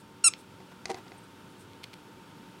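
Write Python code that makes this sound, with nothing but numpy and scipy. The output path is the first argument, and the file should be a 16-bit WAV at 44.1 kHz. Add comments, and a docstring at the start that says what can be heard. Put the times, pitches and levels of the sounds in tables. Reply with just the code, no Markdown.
"""A pet rat tugs at a plush toy at the door of its wire cage, close by in a small room.
Pulses of air ring its throat in one sharp squeak; later it whistles two tiny falling peeps.
Its teeth or claws tick, plush and bedding rustle, and the toy bumps the plastic tray.
The tugging knocks and scrapes the wire against the tray, making them ring.
A fan-like hum runs underneath."""
import sys
import numpy as np
from scipy import signal
from scipy.fft import rfft, irfft
from scipy.io import wavfile

SR = 44100
rng = np.random.default_rng(int(sys.argv[2]) if len(sys.argv) > 2 else 0)


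def to_wav(sig):
    """Store sig (one row per channel, or 1-D mono) as 16-bit WAV at the path in sys.argv[1].

    Samples outside -1..1 are clipped; the rate is SR.
    """
    pcm = np.clip(np.atleast_2d(sig), -1, 1) * 32767
    pcm = np.round(pcm).astype(np.int16)
    wavfile.write(sys.argv[1], SR, pcm.T)  # frames by channels


N = 114660
TIME = np.arange(N) / SR

# notes the plastic tray rings with: f/Hz, level/dB, time to fade by 60 dB/s
TRAY_NOTES = [(219, -13, 0.078), (379.5, 3.5, 0.083), (467, -0.5, 0.054), (716, -1, 0.17),
              (768, 6.5, 0.052), (943, -2.5, 0.039), (1196, -2, 0.025), (2040, -5, 0.036)]
# colour (how strong each frequency is) of wire grating on the tray: f/Hz, level/dB
GRIT_COLOUR = [(100, -16), (400, -3), (2000, -1.5), (2600, -5.5), (4500, -6), (8000, -13), (11000, -18),
               (15000, -55)]


def amp(db):
    """Turns decibels into a gain to multiply by."""
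    return 10 ** (np.asarray(db) / 20)


def unit(x):
    """Scales a signal to an average size (rms) of 1."""
    return x / np.sqrt(np.mean(x ** 2) + 1e-20)


def read(points, hz):
    """Looks up a table between its rows, on a log-frequency axis."""
    f, value = np.transpose(points)
    return np.interp(np.log(hz + 1), np.log(f + 1), value)


def curve(points):
    """Joins (time, value) points with straight lines."""
    return np.interp(TIME, *np.transpose(points))


def level(points):
    """Gain over time from (time, dB) points, silent outside them."""
    return amp(curve(points)) * (TIME >= points[0][0]) * (TIME <= points[-1][0])


def add(mix, start, sound):
    """Mixes a sound in at a start time in seconds."""
    part = mix[max(round(start * SR), 0):][:len(sound)]
    part += sound[:len(part)]


def drift(rate_hz):
    """Smooth random wavering of rms 1."""
    keep_slow = np.exp(-(np.fft.rfftfreq(N, 1 / SR) / rate_hz) ** 2)
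    return unit(irfft(rfft(rng.standard_normal(N)) * keep_slow, N))


def noise(colour):
    """Steady noise of a given colour, rms 1."""
    gain = amp(read(colour, np.fft.rfftfreq(N, 1 / SR)))
    return unit(irfft(rfft(rng.standard_normal(N)) * gain, N))


def impulse(colour, size=2048):
    """A click of a given colour, energy 1; it also serves as a filter."""
    log_gain = np.log(amp(read(colour, abs(np.fft.fftfreq(size, 1 / SR)))))
    spectrum = np.exp(np.conj(signal.hilbert(log_gain)))  # packs the energy at the start
    click = np.fft.ifft(spectrum).real[:size // 2]
    return click / np.linalg.norm(click)


def ring(notes, size=6000):
    """The fading notes of a struck object, peak 1."""
    t = TIME[:size]
    sound = sum(amp(db - 60 * t / fade_s) * np.sin(2 * np.pi * hz * t) for hz, db, fade_s in notes)
    return sound / abs(sound).max()


def through(x, response):
    """Filters a sound: every sample sets off a copy of the response."""
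    return signal.oaconvolve(x, response)[:N]


def low_cut(x, hz):
    """Gently removes the bass below a frequency."""
    return signal.sosfilt(signal.butter(2, hz, "high", fs=SR, output="sos"), x)


def swells(rows):
    """A gain that rises and falls in a bell shape for each soft touch."""
    return sum(amp(db) * np.exp(-.5 * ((TIME - middle) / width) ** 2) for middle, width, db in rows)


def fan():
    """A fan-like low rush with a few wavering tones."""
    # tones of the hum: f/Hz, rms level/dB
    tones = [(186, -66.5), (291, -64.5), (372, -65), (909, -63.5), (4603, -79.5), (5383, -80),
             (14992, -90.5)]
    # colour of the rush: f/Hz, level/dB
    rush_colour = [(25, -4), (50, -6), (75, -8.5), (97, 1.5), (150, -1), (185, 3), (240, -1), (370, -4.5),
                   (520, -7), (700, -15.5), (900, -7), (1100, -12.5), (1400, -8.5), (1900, -18.5),
                   (2600, -16.5), (3500, -17.5), (4200, -22.5), (6500, -27), (9000, -28.5), (15500, -36)]
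    # loudness of the rush: t/s, level/dB
    rush_level = [(0, -54), (.45, -52.5), (1.2, -51.5), (2.0, -52), (2.7, -51)]
    hum, waver_hz = np.zeros(N), 6
    for hz, db in tones:
        pitch = hz + waver_hz * drift(rate_hz=15)
        hum += amp(db) * np.sqrt(2) * np.sin(2 * np.pi * np.cumsum(pitch) / SR)
    return amp(curve(rush_level)) * noise(rush_colour) + hum


def rustles():
    """Plush and bedding brush together in faint swells of hiss."""
    # each rustle: middle t/s, width/s, level/dB
    touches = [(.005, 0.012, -63), (.398, .018, -60), (1.51, 0.016, -69), (1.61, .018, -61)]
    # colour of the hiss: f/Hz, level/dB
    hiss_colour = [(1000, -40), (4000, -7), (6500, -13), (8800, -2.5), (11000, -12), (15000, -20)]
    return noise(hiss_colour) * swells(touches)


def squeak():
    """Pulses and puffs of air ring the throat; as effort ends, the voice sags, dulls and roughens."""
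    # pitch of the voice: t/s, f/Hz
    pitch_points = [(.2415, 1378), (.248, 1376), (.261, 1356), (.274, 1330), (.279, 1300), (.284, 1238),
                    (.289, 1150)]
    # how hard the rat pushes: t/s, level/dB (0 is full effort)
    effort_points = [(.2392, -32), (.2412, -26), (.2422, 0), (.262, -1), (.276, -1), (.283, -7),
                     (.287, -18), (.291, -42)]
    # colour given by the throat and mouth: f/Hz, level/dB
    throat_colour = [(300, -17), (1350, -16.5), (2720, -10.5), (4080, -17), (5450, -9.5), (6800, -10),
                     (8150, -2), (9100, 3.5), (9650, -7.5), (10800, -23.5), (11600, -29), (12300, -29),
                     (13200, -72)]
    # colour of the airy rasp: f/Hz, level/dB
    rasp_colour = [(300, -21), (720, -1), (1000, -4), (1900, -15), (2600, 0.5), (3500, -11), (5500, 0.5),
                   (7000, -2), (8800, 2.5), (10500, -9.5), (12500, -24.5), (13500, -51)]
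    voice_db, rasp_db = -17, -39
    effort = level(effort_points)
    unsteadiness = .0022 + .011 * (1 - effort) ** 2
    pitch = curve(pitch_points) * (1 + unsteadiness * drift(rate_hz=400))
    phase = 2 * np.pi * np.cumsum(pitch) / SR
    # ten harmonics (multiples of the pitch); the higher ones fade first as effort drops
    pulses = sum(effort ** (.39 + .06 * k) * np.cos(k * phase) for k in range(1, 11)) / np.sqrt(5)
    puffs = unit((1 + np.cos(phase)) * rng.standard_normal(N)) * effort ** .6  # one each cycle
    flutter = 1 + .061 * drift(rate_hz=500)
    voice = through(pulses * flutter, impulse(throat_colour))
    rasp = through(puffs, impulse(rasp_colour))
    return amp(voice_db) * voice + amp(rasp_db) * rasp


def ticks():
    """Teeth or claws make dry, woody ticks, each with a bright snap and one close echo."""
    # each tick: t/s, level/dB, snap relative to that level/dB
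    hits = [(0.3374, -21.5, -34), (1.734, -40.5, -10), (1.8326, -38, -14), (1.8359, -33.5, -1),
            (1.8407, -25, -8), (1.8435, -29, -6), (1.9327, -36, -12), (1.936, -36, -5), (1.9399, -32.5, -3)]
    # colour of the woody part: f/Hz, level/dB
    body_colour = [(100, -28), (900, -12.5), (1700, -6.5), (2300, 4), (2750, 3), (3350, 1.5), (3900, 1.5),
                   (4700, -0.5), (6500, -12.5), (10000, -24), (15000, -30)]
    # colour of the snap: f/Hz, level/dB
    snap_colour = [(500, -13), (4000, -33), (9000, 20), (12000, 10), (15000, -1)]
    echo_s, echo_db = .00092, -10
    out, body, snap = np.zeros(N), impulse(body_colour), impulse(snap_colour)
    for start, db, snap_db in hits:
        tick = body / abs(body).max() + amp(snap_db) * snap
        add(out, start, amp(db) * tick)
        add(out, start + echo_s, amp(db + echo_db) * tick)
    return out


def knocks():
    """The wire clacks and bounces once, and the tray under it thuds; soft knocks tend to be duller."""
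    # each knock: t/s, clack level before dulling/dB, thud level/dB, treble cutoff f/Hz
    hits = [(0.6031, -42, -41.5, 4000), (0.8564, -17.5, -34, 10100), (0.9446, -27, -29.5, 9200),
            (1.0660, -45, -42, 4000), (1.0807, -38.5, -56, 8000), (1.1189, -30, -38.5, 2930)]
    # notes the wire rings with: f/Hz, level/dB, time to fade by 60 dB/s
    wire_notes = [(2160, -1, .017), (2500, 0.5, 0.008), (3950, -4, 0.011), (4560, 5.5, 0.0068),
                  (5000, -4, .012), (5750, -1.5, 0.009), (6200, 0, 0.0083), (8300, -24, .007)]
    crack_db, crack_s, bounce_s, bounce_db = -21, .002, .002, -4
    out, wire, tray = np.zeros(N), ring(wire_notes), ring(TRAY_NOTES)
    crack_fade = amp(crack_db) * np.exp(-TIME[:len(wire)] / crack_s)
    for start, clack_db, thud_db, cutoff_hz in hits:
        dulling = signal.butter(2, cutoff_hz, fs=SR, output="sos")
        for delay, drop_db in ((0, 0), (bounce_s, bounce_db)):
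            crack = noise(GRIT_COLOUR)[:len(wire)] * crack_fade
            clack = signal.sosfilt(dulling, wire + crack)
            add(out, start + delay, amp(clack_db + drop_db) * clack)
        add(out, start, amp(thud_db) * tray)
    return out


def bumps():
    """The soft toy bumps the tray, making dull swells of noise."""
    # each bump: middle t/s, width/s, level/dB
    touches = [(.615, .014, -64), (.72, 0.0073, -52), (.98, .015, -49), (1.17, 0.049, -61.5)]
    # colour of a bump: f/Hz, level/dB
    bump_colour = [(60, -16.5), (180, -7), (450, -6), (740, -5), (950, 3), (1200, -6), (2000, -9.5),
                   (4500, -20), (12000, -29.5)]
    return noise(bump_colour) * swells(touches)


def scrape():
    """The wire slides in quick, uneven slips that shake the tray; grit crackles on top in clumps."""
    # force of the scrape: t/s, relative level/dB
    force = [(.86, -23), (.892, -21), (.8955, -1), (.908, 1), (.914, -6), (.92, -19), (.95, -22),
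             (1.0, -30)]
    typical_slips_per_s, clump_db, tray_db, grit_db = 1100, 6.5, -31.5, -41
    travel = np.cumsum(typical_slips_per_s * np.exp(.5 * drift(rate_hz=1500))) / SR
    spikes = np.diff(np.floor(travel), prepend=0)  # one each time travel passes a whole number
    slips = unit(spikes * rng.choice([-1, 1], N)) * level(force)
    tray = low_cut(ring(TRAY_NOTES), hz=260)
    shaking = through(slips, tray / np.linalg.norm(tray))
    clumps = amp(clump_db * drift(rate_hz=250))
    grit = through(slips * clumps, impulse(GRIT_COLOUR))
    return amp(tray_db) * shaking + amp(grit_db) * grit


def peeps():
    """The rat whistles two thin, pure notes that hold, then fall away."""
    # each peep: start t/s, length/s, starting f/Hz, fall/Hz, level before shaping/dB
    whistles = [(1.176, .021, 8800, 1300, -55.5), (1.238, .007, 8800, 1800, -55)]
    out = np.zeros(N)
    for start, length, hz, fall_hz, db in whistles:
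        progress = np.linspace(0, 1, round(length * SR))
        swell = np.sqrt(abs(np.sin(np.pi * progress))) * (1 - .5 * progress)
        pitch = hz - fall_hz * progress ** 3
        add(out, start, amp(db) * swell * np.sin(2 * np.pi * np.cumsum(pitch) / SR))
    return out


def room(x, size=16384):
    """Quick echoes off the cage, then the room's short tail, whose treble dies first."""
    # how long the room rings: f/Hz, time to fade by 60 dB/s
    fade_times = [(200, .25), (1500, .24), (5000, 0.22), (10000, 0.074)]
    echoes_per_s, early_fade_s, early_db, tail_db = 4000, .006, -17.5, -22
    t = TIME[:size]
    echoes = rng.choice([-1., 1.], size) * (rng.random(size) < echoes_per_s / SR) * (t > .002)
    early = echoes * np.exp(-t / early_fade_s)
    # split noise into frequency bands and fade each at its own speed
    hz, age, bands = signal.stft(rng.standard_normal(size) * (t > .008), SR, nperseg=256)
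    fade = amp(-60 * age / read(fade_times, hz)[:, None])
    tail = signal.istft(bands * fade, SR, nperseg=256)[1][:size]
    response = amp(early_db) * early / np.linalg.norm(early) + amp(tail_db) * tail / np.linalg.norm(tail)
    return through(x, response)


def scene():
    """The rat and its cage in the room, over the hum, in one channel."""
    near = squeak() + peeps() + ticks() + knocks() + scrape() + rustles() + bumps()
    return (near + room(near) + fan())[None]


def record(dry):
    """The microphone thins the deep bass; then the very highest treble is cut off."""
    thin = low_cut(dry, hz=80)
    treble_cut = signal.firwin(511, cutoff=15950, window=("kaiser", 9), fs=SR)
    return signal.oaconvolve(thin, treble_cut[None], "same")


dry = scene()
out = record(dry)
to_wav(out)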